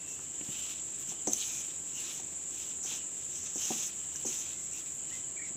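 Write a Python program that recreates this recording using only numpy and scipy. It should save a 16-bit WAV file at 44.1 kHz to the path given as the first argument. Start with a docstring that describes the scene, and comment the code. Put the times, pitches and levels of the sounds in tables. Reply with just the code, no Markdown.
"""A thin, high hiss swells in over a low room rumble and holds. Close up, in a small kitchen, a hand
digs through dry flour and chopped leaves in a steel bowl and lets each handful trickle back.
Countless tiny slips make the powder fizz, the leaves crackle and both sweep along the steel, where
dry rubbing sings faintly. The hand bumps the bowl with a dull thud; a finger ring, nails and stalks
tick on it. Near the end a few faint chirps sound farther off, and the flour settles."""
import sys
import numpy as np
from scipy import signal
from scipy.fft import rfft, irfft, next_fast_len
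from scipy.io import wavfile

SR = 44100
rng = np.random.default_rng(int(sys.argv[2]) if len(sys.argv) > 2 else 0)


def dump(signal):
    """Clip the signal to [-1, 1] and save it as 16-bit WAV at the path in sys.argv[1]."""
    limited = np.clip(np.atleast_2d(signal).T, -1, 1)
    pcm = np.round(limited * 32767).astype(np.int16)
    wavfile.write(sys.argv[1], SR, pcm)


N = 245496
TIME = np.arange(N) / SR

# tone of the bed, high hiss and room rumble: (frequency [Hz], relative level [dB])
DRONE_EQ = [(3500, -33), (5000, -34), (5800, -30), (6500, -15.5), (6900, -1), (7450, 4), (7950, -0.5),
            (8300, -10.5), (8750, -27), (9300, -37), (10000, -56), (10450, -31), (11200, -52), (15500, -53)]
RUMBLE_EQ = [(20, -46), (35, -19), (55, -18), (74, 1.5), (88, 0.5), (100, -7.5), (135, 0), (230, -4),
             (330, -1), (480, -8.5), (700, -10.5), (1200, -15.5), (2400, -14.5), (4400, -21), (9000, -24.5),
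             (15500, -34)]
# the kitchen's decay: (frequency [Hz], t60 [s])
KITCHEN_DECAY = [(100, 0.15), (500, 0.31), (3000, 0.2), (12000, 0.054)]
# faint chirps, one list of breakpoints each: (time [s], pitch [Hz], level [dB])
CHIRP_GLIDES = [
    [(4.54, 2133, -64), (4.60, 2087, -65), (4.63, 2137, -66)],
    [(5.11, 1880, -54), (5.138, 2050, -53), (5.165, 2040, -59)],
    [(5.364, 2180, -49), (5.375, 2356, -43.5), (5.388, 1980, -57), (5.400, 1800, -47.5), (5.412, 1976, -55),
     (5.424, 2300, -40.5), (5.438, 2004, -57), (5.455, 2270, -57), (5.485, 1810, -57)],
]
# modes of the bowl, damped by its load: (frequency [Hz], relative level [dB], t60 [s])
BOWL_MODES = [(220.3, 1, 0.17), (270, 8.5, 0.052), (299, 7.5, 0.063), (377.6, 8.5, 0.089),
              (504, 8.5, 0.032), (573, 0, 0.06), (622, -8, 0.12), (717.6, 0, 0.15), (789, 11.5, 0.039),
              (1004, 1.5, 0.045), (1203, -9, 0.14), (1653, -9, 0.11), (2410, -5.5, 0.9)]
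# the hand bumps the bowl: (time [s], relative ring level [dB], brightness [Hz], thud level [dB],
# thud pitch [Hz], mode with a node at the struck spot [Hz])
BOWL_BUMPS = [(0.192, -57, 1500, -40, 65, 600), (0.411, -54, 1510, -28.5, 310, 794),
              (0.488, -47, 600, -29, 157, 690), (1.087, -53, 400, -35, 160, 506),
              (1.120, -53.5, 1500, -33, 780, 290), (1.272, -28, 890, -21, 337, 873),
              (2.198, -49.5, 2010, -36, 801, 294), (2.848, -47, 1000, -52, 248, 610),
              (2.915, -50.5, 1510, -38, 400, 594), (3.558, -39, 415, -28, 357, 258),
              (3.704, -31, 830, -26, 214, 480), (3.716, -37.5, 900, -44, 207, 1006),
              (3.759, -50, 500, -39, 205, 330), (4.250, -34.5, 587, -32, 410, 680),
              (4.285, -45, 550, -54, 327, 665), (5.506, -49, 300, -36, 303, 497),
              (5.552, -43, 300, -35, 250, 505)]
# ring, nails and stalks on steel: (time [s], level [dB], pitch [Hz], relative scatter level [dB])
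STEEL_TICKS = [(1.093, -36, 6400, -3), (1.2728, -26.5, 6850, -0.5), (1.285, -27, 6300, -9),
               (1.3335, -13, 6270, -24), (2.2, -34, 6370, -11), (2.8362, -39, 5900, -8),
               (3.358, -34, 5970, -11), (3.4576, -43, 6300, -13), (3.652, -25, 6300, -9),
               (4.1584, -28.5, 6000, -10), (4.264, -36, 6440, 0), (4.9208, -45, 5860, -9),
               (5.4611, -45, 5740, -12)]
# dry rubbing sings out: (middle [s], half length [s], pitch [Hz], width [Hz], level [dB])
RUB_SQUEAKS = [(0.09, 0.086, 2677, 90, -59.5), (0.374, 0.024, 3055, 250, -62),
               (1.53, 0.074, 2460, 300, -55.5), (1.985, 0.036, 2880, 320, -51),
               (3.63, 0.03, 3010, 400, -51), (4.76, 0.033, 2644, 600, -56)]
# a clump of leaves is crushed: (time [s], level [dB], half length [s], centre [Hz])
LEAF_CRUNCHES = [(0.195, -59, 0.0038, 1400), (0.413, -47, 0.002, 2650), (0.486, -52, 0.0023, 2400),
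                 (0.673, -46.5, 0.003, 1290), (1.276, -52, 0.0015, 1650), (1.332, -44, 0.0063, 3600),
                 (1.412, -42, 0.02, 3620), (4.156, -57, 0.0036, 1500)]
# tone of a crunch: (frequency [multiple of its centre], relative level [dB])
CRUNCH_EQ = [(1 / 8, -44), (1 / 2, -22), (2 ** -.25, 0), (2 ** .2, 0), (2 ** .5, -11), (4, -44)]
# tone of leaf crackle, grit on steel and powder fizz: (frequency [Hz], relative level [dB])
LEAF_EQ = [(300, -30), (800, -14.5), (1300, -12), (2100, -11.5), (2550, -0.5), (3000, -4), (3300, -0.5),
           (3850, -2), (4500, -10), (6000, -2.5), (9000, -24)]
SWEEP_EQ = [(3000, -23.5), (4700, -23), (5300, -10), (5750, -3), (6250, 3.5), (6900, 4), (7600, -7),
            (8300, -8), (9000, -25), (12000, -76)]
POWDER_EQ = [(2000, -26), (5000, -7.5), (8600, 3), (9400, -2), (10400, 2.5), (11500, -1.5), (13000, -3.5),
             (15500, -1.5)]
# the hand gathers a handful; levels are before the grip and plunge shaping:
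# (start [s], length [s], attack [s], leaves [dB], sweep [dB], powder [dB])
HAND_DIGS = [(0.36, 0.37, 0.16, -48, -51.5, -54.5), (1.272, 0.34, 0.05, -48.5, -40.5, -50),
             (1.917, 0.26, 0.047, -47, -45.5, -53), (2.476, 0.22, 0.064, -52.5, -51, -57.5),
             (2.822, 0.15, 0.023, -46, -41.5, -51.5), (3.526, 0.35, 0.074, -44.5, -37, -48),
             (4.248, 0.17, 0.0069, -48, -40.5, -51), (4.692, 0.11, 0.057, -51, -47.5, -53.5)]
# flour slides off the fingers: (middle [s], half length [s], leaves [dB], sweep [dB], powder [dB])
FLOUR_SPILLS = [(0.116, 0.029, -76, -51, -59), (0.223, 0.018, -67, -57, -60.5),
                (0.764, 0.046, -54, -64, -72), (0.953, 0.12, -60, -60, -69),
                (1.012, 0.02, -55.5, -53, -49.5), (1.101, 0.028, -54.5, -45.5, -52),
                (1.682, 0.059, -56, -59, -59), (1.892, 0.027, -58.5, -58, -58),
                (3.227, 0.065, -61, -61, -65), (3.378, 0.056, -58, -44.5, -58),
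                (3.477, 0.041, -54.5, -48.5, -65), (4, 0.037, -58, -58, -63),
                (4.182, 0.044, -54, -51, -55.5), (4.485, 0.063, -51.5, -49.5, -58.5),
                (4.66, 0.064, -65, -55, -61), (4.897, 0.097, -88, -65, -62),
                (5.158, 0.043, -55.5, -51, -60), (5.47, 0.025, -57, -60, -79)]
# light stirring between strokes: (leaves [dB], sweep [dB], powder [dB])
STIR_LEVELS = (-63.5, -58, -64.5)


def amp(db):
    """Decibels to gain."""
    return 10 ** (np.asarray(db) / 20)


def unit(x):
    """Scales to an rms of 1."""
    return x / np.sqrt(np.mean(x ** 2) + 1e-20)


def read(points, hz):
    """Reads a curve on a log-frequency axis."""
    f, value = np.transpose(points)
    return np.interp(np.log(hz + 1), np.log(f + 1), value)


def add(mix, s, sound):
    """Mixes a sound in at time s."""
    part = mix[max(round(s * SR), 0):][:len(sound)]
    part += sound[:len(part)]


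def colour(x, eq):
    """Shapes x with an EQ curve and scales it to an rms of 1."""
    size = next_fast_len(len(x))
    gain = amp(read(eq, np.fft.rfftfreq(size, 1 / SR)))
    return unit(irfft(rfft(x, size) * gain, size)[:len(x)])


def wander(rate_hz):
    """Smooth random modulation with an rms of 1."""
    size = next_fast_len(N, True)
    hz = np.fft.rfftfreq(size, 1 / SR)
    return unit(irfft(rfft(rng.standard_normal(size)) / (1 + (hz / rate_hz) ** 4), size)[:N])


def swell(middle_s, half_s):
    """A bell-shaped envelope."""
    return np.exp(-.5 * ((TIME - middle_s) / half_s) ** 2)


def stroke(start_s, length_s, attack_s, release_s):
    """An attack, hold and release envelope."""
    t = TIME - start_s
    return np.clip(t / attack_s, 0, 1) * np.exp(-np.maximum(t - length_s, 0) / release_s)


def drone_and_rumble(drone_db=-40.0, rumble_db=-55.5, flutter_db=0.79, start_db=-3.5, swell_s=0.43):
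    """The bed: a narrow high hiss swells, then holds with a slight flutter, over the room's rumble."""
    level_db = drone_db + flutter_db * wander(22) + start_db * np.clip(1 - TIME / swell_s, 0, 1)
    drone = amp(level_db) * colour(rng.standard_normal(N), DRONE_EQ)
    return drone + amp(rumble_db) * colour(rng.standard_normal(N), RUMBLE_EQ)


def kitchen(send, predelay_s=.006, reflections_per_s=2000):
    """Small-room reverb: sparse reflections, each band dying at its own speed."""
    size = SR // 2
    taps = rng.choice([-1., 1.], size) * (rng.random(size) < reflections_per_s / SR)
    hz, t, bands = signal.stft(taps * (TIME[:size] > predelay_s), SR, nperseg=256)
    decay = amp(-60 * t / read(KITCHEN_DECAY, hz)[:, None])
    tail = signal.istft(bands * decay, SR, nperseg=256)[1]
    return signal.fftconvolve(send, tail / np.linalg.norm(tail))[:N]


def chirps(waver=0.013, echo_s=0.0229, echo_db=-8):
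    """Thin gliding whistles, each with one slap off a wall."""
    out = np.zeros(N)
    for glide in CHIRP_GLIDES:
        s, hz, db = np.transpose(glide)
        t = np.arange(s[0], s[-1], 1 / SR)
        pitch = np.interp(t, s, hz) * (1 + waver * wander(150)[:len(t)])
        envelope = amp(np.interp(t, s, db)) * signal.windows.tukey(len(t), .1)
        note = envelope * np.sin(2 * np.pi * np.cumsum(pitch) / SR)
        add(out, s[0], note)
        add(out, s[0] + echo_s, amp(echo_db) * note)
    return out


def bumps(thud_cycles=3.6, rise_s=0.0004, ring_trim_db=-9, low_cut_hz=135, node_width=0.12):
    """A soft blow of the hand gives a dead thud and rings the loaded bowl."""
    out, t = np.zeros(N), np.arange(SR // 3) / SR
    hz, mode_db, t60 = np.transpose(BOWL_MODES)[:, :, None]
    polarity = (-1) ** np.arange(len(BOWL_MODES))[:, None]
    modes = polarity * amp(mode_db - 60 * t / t60) * np.sin(2 * np.pi * hz * t)
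    attack = 1 - np.exp(-t / rise_s)
    for s, ring_db, bright_hz, thud_db, thud_hz, node_hz in BOWL_BUMPS:
        reach = 1 / np.hypot(1, (hz / bright_hz) ** 2)  # a softer blow reaches fewer high modes
        place = 1 - np.exp(-(np.log(hz / node_hz) / node_width) ** 2)  # silent if struck at its node
        ring = amp(ring_db + ring_trim_db) * (reach * place * modes).sum(0)
        thud = amp(thud_db - 60 * t * thud_hz / thud_cycles) * np.sin(2 * np.pi * thud_hz * t)
        add(out, s, attack * (ring + thud))
    low_cut = signal.butter(2, low_cut_hz, "high", fs=SR, output="sos")
    return signal.sosfilt(low_cut, out)  # the bumps carry little deep bass


def ticks(contact_s=0.0011, scatter_t60=0.064, snap_db=-19, snap_t60=0.019):
    """A brief hard contact pings the steel and scatters grit along it."""
    out, t = np.zeros(N), np.arange(SR // 8) / SR
    contact = (t / contact_s * np.exp(1 - t / contact_s)) ** 3
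    for s, db, hz, scatter_db in STEEL_TICKS:
        ping = contact * np.sin(2 * np.pi * hz * t)
        snap = amp(snap_db - 60 * t / snap_t60) * colour(rng.standard_normal(len(t)), POWDER_EQ)
        scatter = amp(scatter_db - 60 * t / scatter_t60) * colour(rng.standard_normal(len(t)), SWEEP_EQ)
        add(out, s, amp(db) * (ping + snap + scatter))
    return out


def singing(hz, width_hz, skirt_ratio=2.3, skirt_db=-7):
    """Slips pass a narrow resonance: a fuzzy whistle."""
    phase = 2 * np.pi * hz * TIME
    a, b = (wander(width_hz / 2) + amp(skirt_db) * wander(skirt_ratio * width_hz / 2) for _ in range(2))
    return unit(a * np.cos(phase) + b * np.sin(phase))


def squeaks():
    """Now and then dry rubbing sings out at a pitch of its own."""
    return sum(amp(db) * swell(s, half_s) * singing(hz, width_hz)
               for s, half_s, hz, width_hz, db in RUB_SQUEAKS)


def rubbing(leaf_gain, stir_db=-68, patchy_db=4, patchy_hz=3.7, follow_db_per_db=0.55):
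    """A thin singing rides the leaf rustle, coming and going as the fingers find the steel."""
    patchy_gain = amp(stir_db + patchy_db * wander(patchy_hz))
    follow = (leaf_gain / amp(STIR_LEVELS[0])) ** follow_db_per_db
    return patchy_gain * follow * singing(hz=2978, width_hz=366)


def grains(per_s, spread_db, clump_db):
    """Tiny slips: clicks of uneven size whose level comes in clumps."""
    size = amp(spread_db * np.minimum(rng.exponential(1, N), 4) + clump_db * wander(30))
    return size * rng.choice([-1., 1.], N) * (rng.random(N) < per_s / SR)


def crunches():
    """Crushed clumps of leaves give short bursts of crackle, about an octave wide."""
    out, t = np.zeros(N), np.arange(-SR // 10, SR // 10) / SR
    for s, db, half_s, hz in LEAF_CRUNCHES:
        eq = [(hz * ratio, band_db) for ratio, band_db in CRUNCH_EQ]
        crackle = colour(grains(per_s=2800, spread_db=2.5, clump_db=2.5)[:len(t)], eq)
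        add(out, s + t[0], amp(db) * np.exp(-.5 * (t / half_s) ** 2) * crackle)
    return out


def handwork(lift_s=4.85, settle_db_per_s=10, plunge_db=3.5, plunge_s=0.039,
             leaf_lag_s=0.018, grip_db=3, pressure_db=0.5, pressure_hz=5.1):
    """Envelopes of leaves, sweep and powder: digs and spills over a stir that fades as the hand lifts."""
    settling_db = settle_db_per_s * np.maximum(TIME - lift_s, 0)
    power = amp(np.array(STIR_LEVELS)[:, None] - settling_db) ** 2
    for s, length, attack, leaf_db, sweep_db, powder_db in HAND_DIGS:
        slide = stroke(s, length, attack, release_s=0.016)  # flour stops soon after the hand does
        # a quick plunge shoves extra grit along the steel
        shove = slide * amp(plunge_db * swell(s + plunge_s / 2, plunge_s / 2))
        # leaves catch later, settle more slowly and crackle most in mid-stroke, as the fingers close
        grip = np.sin(np.pi * np.clip((TIME - s - leaf_lag_s) / length, 0, 1))
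        caught = stroke(s + leaf_lag_s, length, attack, release_s=0.03) * amp(grip_db * (grip - 1.5))
        power += np.array([amp(leaf_db) * caught, amp(sweep_db) * shove, amp(powder_db) * slide]) ** 2
    for s, half_s, *levels_db in FLOUR_SPILLS:
        power += (amp(levels_db)[:, None] * swell(s, half_s)) ** 2
    return np.sqrt(power) * amp(pressure_db * wander(pressure_hz))  # the hand's pressure wavers


def flour_and_leaves():
    """Leaf crackle, grit sliding on steel, powder fizz and a thin singing all follow the hand."""
    leaf_gain, sweep_gain, powder_gain = handwork()
    leaves = leaf_gain * colour(grains(per_s=3000, spread_db=2.5, clump_db=1.96), LEAF_EQ)
    sweep = sweep_gain * colour(grains(per_s=5000, spread_db=3.0, clump_db=-0.9), SWEEP_EQ)
    powder = powder_gain * colour(grains(per_s=7000, spread_db=0.0, clump_db=1.5), POWDER_EQ)
    return leaves + sweep + powder + rubbing(leaf_gain)


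def scene():
    """The mono mix: the bowl is close and fairly dry, the chirps farther off and wetter."""
    near = flour_and_leaves() + squeaks() + crunches() + bumps() + ticks()
    far = chirps()
    reverb = kitchen(amp(-14.0) * near + amp(-8.5) * far)
    return (near + far + reverb + drone_and_rumble())[None]


def record(dry):
    """A steep high cut trims the very top of the fizz."""
    high_cut = signal.firwin(511, cutoff=15550, window=("kaiser", 9), fs=SR)
    return signal.oaconvolve(dry, high_cut[None], "same")


dry = scene()
out = record(dry)
dump(out)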